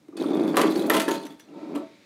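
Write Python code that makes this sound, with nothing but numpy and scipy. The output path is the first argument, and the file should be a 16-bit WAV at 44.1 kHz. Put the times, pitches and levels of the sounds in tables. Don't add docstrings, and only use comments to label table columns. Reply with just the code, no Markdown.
import sys
import numpy as np
from scipy import signal
from scipy.fft import rfft, irfft, next_fast_len
from scipy.io import wavfile
from scipy.ndimage import uniform_filter1d

SR = 44100
rng = np.random.default_rng(int(sys.argv[2]) if len(sys.argv) > 2 else 0)


def ratio_of_db(decibels):
    return 10 ** (np.asarray(decibels, float) / 20)


def store_wav(level_fs):
    pcm = np.round(np.clip(np.atleast_2d(level_fs), -1, 1) * 32767)
    wavfile.write(sys.argv[1], SR, pcm.T.astype(np.int16))


N = 90404
LANDING_S = 0.89
# pitch_hz [Hz], level_db [dB], t60_s [s]
CASE_MODES = [(263, -3, 0.18), (556.6, -8, 0.12), (1018, -18, 0.19), (1122, -14, 0.036),
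              (1316, -10.5, 0.14)]


def unit(x):
    return x / np.sqrt(np.mean(x ** 2) + 1e-20)


def along(points, hz):
    f, v = np.transpose(points)
    return np.interp(np.log(hz + 1), np.log(f + 1), v)


def curve(rows):
    return ratio_of_db(np.interp(np.arange(N) / SR, *np.transpose(rows), left=-100, right=-100))


def causal(spectrum):
    gain = ratio_of_db(along(spectrum, np.fft.rfftfreq(4096, 1 / SR)))
    cepstrum = irfft(np.log(gain + 1e-6))
    fold = np.r_[1, np.full(2047, 2), 1, np.zeros(2047)]
    return irfft(np.exp(rfft(cepstrum * fold)))[:2048]


def coloured(x, spectrum):
    response = causal(spectrum)[(None,) * (x.ndim - 1)]
    return signal.fftconvolve(x, response, axes=-1)[..., :x.shape[-1]]


def resonant(x, peaks):
    m = next_fast_len(N + SR // 2)
    f = np.fft.rfftfreq(m, 1 / SR)
    response = 0
    for k, (centre, width, db) in enumerate(peaks):
        damping = 1j * f * width
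        response = response + (-1) ** k * ratio_of_db(db) * damping / (centre * centre - f * f + damping)
    return irfft(rfft(x, m) * response, m)[:N]


def taps(rate, scatter, size_db):
    r = rng.standard_normal((2000, 2))
    at = ((np.arange(len(r)) + scatter * r[:, 0]) / rate * SR).astype(int)
    ok = (at >= 0) & (at < N)
    return unit(np.bincount(at[ok], ratio_of_db(size_db * r[ok, 1]), N))


def ring(modes, t, count, spread_db):
    hz, db, t60 = np.transpose(modes)[:, :, None]
    strength = ratio_of_db(spread_db * rng.standard_normal((count, len(modes))))
    return strength @ (ratio_of_db(db - 60 * t / t60) * np.sin(2 * np.pi * hz * t))


def struck(rows, gain_db, t60, rough, size):
    out, t = np.zeros(N + SR), np.arange(SR // 10) / SR
    at, db, hz = np.transpose(rows)[:, :, None]
    noise = uniform_filter1d(rng.standard_normal((len(rows), len(t))), size=size, axis=1)
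    smear = (1 + rough * unit(noise)) / np.hypot(1, rough)
    onset = 1 - np.exp(-t / 0.00052)
    notes = ratio_of_db(db + gain_db - 60 * t / t60) * onset * smear * np.sin(2 * np.pi * hz * t)
    for s, note in zip(at[:, 0], notes):
        out[round(s * SR):][:len(t)] += note
    return out[:N]


def wheel_bumps():
    # start_s [s], peak_db [dB]
    thumps = [(0.087, -28.5), (0.132, -29), (0.155, -22.5), (0.21, -31), (0.307, -10.5), (0.344, -16),
              (0.413, -22), (0.591, -8.5), (0.61, -7), (0.652, -5.5), (0.705, -12), (0.761, -8.5),
              (0.812, -15), (0.899, -12), (0.941, -42), (0.964, -17), (1.078, -8), (1.249, -23.5),
              (1.618, -27), (1.671, -37), (1.832, -27.5)]
    # pitch_hz [Hz], width_hz [Hz], level_db [dB]
    thump_modes = [(291, 46, 1), (378, 94, -5.5)]

    def knock(x):
        return resonant(resonant(x, thump_modes), [(290, 770, 0)])

    blows = np.zeros(N)
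    for at, db in thumps:
        blows[round(at * SR)] = ratio_of_db(db - 6)
    return knock(blows) / np.abs(knock(signal.unit_impulse(N))).max()


def rolling():
    # time_s [s], level_db [dB]
    pressure = [(0, -67.5), (.12, -51.5), (.21, -25.5), (.46, -20), (.56, -25), (.66, -20), (.745, -25.5),
                (.77, -22), (.98, -26), (1.06, -34), (1.1, -24), (1.2, -35), (1.3, -39), (1.41, -62.5),
                (1.53, -40), (1.72, -34.5), (1.765, -25.5), (1.9, -59.5), (2.05, -63)]
    # pitch_hz [Hz], level_db [dB]
    board = [(41, -91), (100, -34.5), (160, -12.5), (206, -14.5), (281, 3), (434, -9.5), (1110, -27.5),
             (1830, -38.5), (2500, -34.5), (3250, -70), (5500, -120)]
    # pitch_hz [Hz], width_hz [Hz], level_db [dB]
    board_modes = [(285, 132, 2), (336.4, 77, 2.5), (233, 20, -0.5), (445.5, 66, -7)]
    lugs_per_s, lug_scatter, lug_size_db, grit_share = 110, 0.6, 4.5, 1.2
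    ring_db, roll_db, hollow_db = -6, -1.5, -19

    lugs = taps(lugs_per_s, lug_scatter, lug_size_db) + grit_share * rng.standard_normal(N)
    board_ring = resonant(resonant(lugs, board_modes), [(290, 550, 0)])
    drum = unit(unit(coloured(lugs, board)) + ratio_of_db(ring_db) * unit(board_ring))
    hollow = [(hz, np.log(1000) / np.pi / t60, db) for hz, db, t60 in CASE_MODES[1:]]
    on_case = lugs * curve(pressure) * (np.arange(N) > LANDING_S * SR)
    case = ratio_of_db(hollow_db) * resonant(on_case, hollow) / np.std(resonant(lugs, hollow))
    return ratio_of_db(roll_db) * curve(pressure) * drum + case + wheel_bumps()


def clacks():
    # start_s [s], peak_db [dB], knock_db over the peak [dB], t60_s [s]
    contacts = [(0.083, -54, 4, 0.075), (0.1717, -44, -4.5, 0.32), (0.337, -46, 10, 0.027),
                (0.543, -40, 20.5, 0.095), (0.569, -13.5, 1.5, 0.1), (0.5757, -20, 3.5, 0.19),
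                (0.5945, -25, 10.5, 0.084), (0.609, -21, 1, 0.08), (0.615, -11, -7, 0.045),
                (0.6291, -30.5, 15, 0.17), (0.8369, -43, 15, 0.15), (0.8986, -15, 5, 0.15),
                (0.9345, -18.5, -13, 0.26), (0.9443, -16.5, -0.5, 0.12), (0.9664, -14.5, -1, 0.086),
                (0.9987, -17.5, -5.5, 0.13), (1.0164, -20, -6, 0.1), (1.0800, -25, 4, 0.14),
                (1.0871, -21, -1, 0.05), (1.1099, -22, -9.5, 0.13), (1.137, -26.5, -15, 0.16),
                (1.2531, -37.5, -8, 0.12), (1.2652, -32.5, -19, 0.045), (1.3038, -44, -26, 0.23),
                (1.3963, -38.5, -10.5, 0.081), (1.7504, -38.5, 9, 0.13), (1.7565, -36.5, -17, 0.07),
                (1.7764, -43.5, -5, 0.12)]
    # pitch_hz [Hz], level_db [dB]
    snap_spectrum = [(880, -14), (1500, -5), (1880, -1.5), (2320, -4.5), (3350, -3), (5280, -11),
                     (12000, -11.5), (16000, -22.5)]
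    # pitch_hz [Hz], level_db [dB]
    knock_spectrum = [(240, -42), (400, 6), (848, -8.5), (1010, -3), (1480, -11.5), (3330, -22),
                      (4000, -70), (5200, -53), (8800, -120)]
    snap_db, body_db, case_db = -9, -5.5, -12.5
    crack, spike, chatter_db, strike_db = 0.25, 1.2, 3, 4.5

    out, t = np.zeros(N + SR), np.arange(SR // 2) / SR
    at, db, knock_db, t60 = np.transpose(contacts)[:, :, None]
    bounces = rng.standard_normal((len(at), len(t) // 75))
    chatter = ratio_of_db(chatter_db * np.repeat(bounces, 75, axis=1))

    def fade(longer):
        burst = ratio_of_db(-60 * t / np.clip(longer * t60, .005, .3))
        return burst + crack * ratio_of_db(-60 * t / 0.0043) + spike * ratio_of_db(-60 * t / 0.00061)

    snap = unit(coloured(chatter * rng.standard_normal(chatter.shape), snap_spectrum))
    knock = unit(coloured(chatter * rng.standard_normal(chatter.shape), knock_spectrum))
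    dull = uniform_filter1d(snap, size=5, axis=1)
    hits = ratio_of_db(snap_db) * (dull * fade(0.86) + (snap - dull) * fade(0.74))
    hits = hits + ratio_of_db(body_db + knock_db) * knock * fade(1.35)
    case = ring(CASE_MODES, t, len(at), strike_db) * np.cos(np.pi * t) ** 2
    hits = ratio_of_db(db) * (hits + (at > LANDING_S) * ratio_of_db(case_db + knock_db) * case)
    for s, hit in zip(at[:, 0], hits):
        out[round(s * SR):][:len(t)] += hit
    return out[:N]


def lid():
    # start_s [s], pitch_hz [Hz], level_db [dB], t60_s [s]
    lid_notes = [(.9, 910, -35, 0.44), (.95, 910, -32.5, .6), (1.082, 910, -29, 0.46),
                 (1.26, 910, -47, 0.19), (1.54, 910, -50, 0.93), (1.63, 910, -54, .5), (1.76, 910, -51, .6),
                 (0.88, 651, -25.5, 0.32), (.955, 651, -25.5, 0.58), (1.131, 651, -41, 0.18),
                 (1.6, 651, -43, 0.24), (1.82, 651, -34.5, 0.23), (.95, 1020, -15.5, 0.094),
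                 (1.08, 1020, -27, 0.22), (1.13, 566, -30, 0.29), (1.63, 566, -46, 0.2),
                 (1.8, 566, -51, 0.79), (1.741, 290, -18, 0.11), (1.753, 290, -17, 0.11),
                 (1.081, 400, -16, .09)]
    rise_s = 0.0063
    start, hz, db, t60 = np.transpose(lid_notes)[:, :, None]
    clock = np.arange(N) / SR
    t = np.clip(clock - start, 0, None)
    notes = ratio_of_db(db - 60 * t / t60) * (1 - np.exp(-t / rise_s)) * np.sin(2 * np.pi * hz * clock)
    return notes.sum(axis=0)


def loose_parts():
    # start_s [s], pitch_hz [Hz], level_db [dB], t60_s [s]
    pings = [(0.1704, 4600, -45, 0.05), (0.1702, 9100, -46, 0.03), (.241, 1122, -32, 0.04),
             (0.242, 8850, -46.5, 0.057), (.262, 3540, -37, 0.034), (.343, 3590, -42.5, 0.055),
             (0.571, 1126, -16, 0.041), (.615, 9400, -31, 0.018), (0.901, 1817, -19, 0.044),
             (0.899, 11580, -20, 0.013), (1.081, 1710, -31, 0.09), (1.399, 1675, -52, 0.065),
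             (0.126, 1190, -50, 0.036), (1.109, 6710, -35, 0.086), (1.2, 6570, -52, 0.079),
             (1.255, 6000, -47.5, 0.11), (1.305, 3430, -50, 0.062), (1.487, 2770, -54.5, .02),
             (1.52, 1320, -66, 0.81), (1.406, 5940, -52.5, 0.06), (1.398, 3447, -54, 0.11),
             (1.757, 8010, -47, 0.019), (1.757, 11340, -51, 0.024)]
    out, t = np.zeros(N), np.arange(SR // 5) / SR
    for s, hz, db, t60 in pings:
        rubbing = unit(uniform_filter1d(rng.standard_normal(len(t)), size=90))
        envelope = ratio_of_db(db - 60 * t / t60) * (1 - np.exp(-t / 0.00033))
        out[round(s * SR):][:len(t)] += envelope * np.sin(2 * np.pi * hz * t) * (1 + 0.85 * rubbing)
    return out


def rattle():
    # time_s [s], level_db [dB]
    shake = [(.168, -47.5), (.3, -51.5), (.55, -48), (.62, -40), (.7, -41.5), (.8, -43.5), (.89, -49),
             (1.05, -42), (1.2, -49.5), (1.35, -65.5), (1.5, -69)]
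    # pitch_hz [Hz], width_hz [Hz], level_db [dB]
    shell = [(2538, 5.7, 5), (3400, 385, -4.5), (4110, 18, 3.5), (4340, 21, -16), (4460, 92, -3.5),
             (6270, 48, -12), (8850, 110, -9)]
    # pitch_hz [Hz], level_db [dB]
    scrape = [(940, 0), (1600, 0), (2800, -4), (3560, -6), (5130, -11.5), (7920, -14), (8720, -16.5),
              (16000, -25)]
    ticks_per_s, tick_size_db, tick_t60_s = 240, 5, 0.014
    parts_per_s, part_size_db, part_t60_s = 40, 3.5, 0.067
    axle_db, hiss_db, shell_db = 0.5, -0.5, -0.5

    t = np.arange(SR // 5) / SR
    blows = taps(ticks_per_s, 0.75, tick_size_db)
    bursts = unit(signal.fftconvolve(blows, ratio_of_db(-60 * t / tick_t60_s))[:N])
    ticks = (bursts + ratio_of_db(hiss_db)) * rng.standard_normal(N)
    parts = np.zeros(N)
    for part in shell:
        jolts = taps(parts_per_s, 1.2, part_size_db)
        shaking = signal.fftconvolve(jolts, ratio_of_db(-60 * t / part_t60_s))[:N]
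        parts += resonant(unit(ticks * shaking), [part])
    body = unit(coloured(ticks, scrape)) + ratio_of_db(shell_db) * unit(parts)
    return ratio_of_db(axle_db) * curve(shake) * unit(body) + loose_parts()


def wheel_skids():
    # start_s [s], peak_db [dB], pitch_hz [Hz]
    skids = [
        (0.701, -38, 9940),
        (0.7093, -39, 11820),
        (0.753, -40, 10400),
        (0.7744, -34.5, 10320),
        (0.793, -37, 9600),
        (0.8165, -40.5, 10530),
        (0.8645, -36.5, 10950),
    ]
    return struck(skids, gain_db=-4, t60=0.087, rough=4, size=5)


def axle_clicks():
    # start_s [s], peak_db [dB], pitch_hz [Hz]
    clicks = [(0.2139, -46, 11600), (0.2274, -46, 10500), (0.2404, -49, 10300), (0.2613, -49, 10200),
              (0.3346, -50, 11700), (0.3494, -37, 10200), (0.3574, -40, 10900), (0.3824, -47, 10300),
              (0.415, -43, 10400), (0.4539, -42, 10300), (0.4738, -37, 9980), (0.4913, -36, 12800),
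              (0.5172, -43, 10000), (0.5304, -48, 9980), (0.5576, -32, 11400), (0.6664, -35, 10800),
              (0.7332, -41, 11900), (1.6023, -64, 11600), (1.6204, -64, 9610), (1.6694, -61, 10700),
              (1.6896, -62, 12000), (1.7065, -60, 11000), (1.7244, -58, 11600)]
    return struck(clicks, gain_db=-6, t60=0.017, rough=3.9, size=7)


def shell_taps():
    # start_s [s], peak_db [dB], pitch_hz [Hz]
    axle_taps = [(0.2034, -33, 3860), (0.2828, -35, 3420), (0.2992, -44, 3510), (0.3174, -41, 3710),
                 (0.3316, -36, 3520), (0.3644, -36, 3490), (0.3744, -35, 3340), (0.395, -37, 3680),
                 (0.4054, -43, 3570), (0.4364, -37, 3470), (0.5177, -41, 3460), (0.6754, -30, 3430),
                 (0.7023, -32, 4020), (0.7138, -31.5, 3800), (0.7437, -35.5, 3690), (0.7547, -40, 4000),
                 (0.7744, -33, 3750), (0.7942, -28, 3940), (1.6546, -54, 3270)]
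    return struck(axle_taps, gain_db=-4, t60=0.044, rough=0.99, size=60)


def room(x):
    # pitch_hz [Hz], t60_s [s]
    walls = [(200, 0.31), (2000, 0.36), (12000, 0.15)]
    hz, t, z = signal.stft(rng.standard_normal(SR // 2), SR, nperseg=256)
    decay = ratio_of_db(-60 * t / along(walls, hz)[:, None])
    tail = signal.istft(z * decay, SR, nperseg=256)[1]
    delayed = np.pad(x, (200, 0))
    return signal.fftconvolve(delayed, tail / np.linalg.norm(tail))[:N]


def air():
    # pitch_hz [Hz], level_db [dB]
    tone_spectrum = [(35, -54), (60, 2.5), (238, -0.5), (2710, -28.5), (3420, -31.5), (3940, -32),
                     (5860, -24.5), (16000, -37)]
    # pitch_hz [Hz], level_db [dB]
    hiss_spectrum = [(590, -54), (1000, -16), (2340, -4.5), (2890, -13), (3850, -8), (6050, -20.5),
                     (6980, -22), (14000, -42)]
    # time_s [s], level_db [dB]
    hiss_level = [
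        (0, -72),
        (1.4, -75),
        (1.6, -58.5),
        (2.05, -61),
    ]
    air_db, rise_db = -61.5, 1.5
    gain = ratio_of_db(air_db + rise_db * np.arange(N) / N)
    room_tone = gain * unit(coloured(rng.standard_normal(N), tone_spectrum))
    return room_tone + curve(hiss_level) * unit(coloured(rng.standard_normal(N), hiss_spectrum))


def scene():
    truck = rolling() + rattle() + clacks()
    truck = truck + wheel_skids() + axle_clicks() + shell_taps()
    wet_db = -9.5
    return (truck + ratio_of_db(wet_db) * room(truck) + lid() + air())[None]


def band_limit(x):
    return signal.sosfilt(signal.butter(12, 16970, fs=SR, output="sos"), x)


def record(dry):
    rounded = np.tanh(dry)
    bass_cut = signal.butter(3, 135, "high", fs=SR, output="sos")
    treble_cut = signal.cheby2(10, 40, 16400, fs=SR, output="sos")
    x = signal.sosfilt(treble_cut, signal.sosfilt(bass_cut, rounded))
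    return band_limit(x)


dry = scene()
out = record(dry)
store_wav(out)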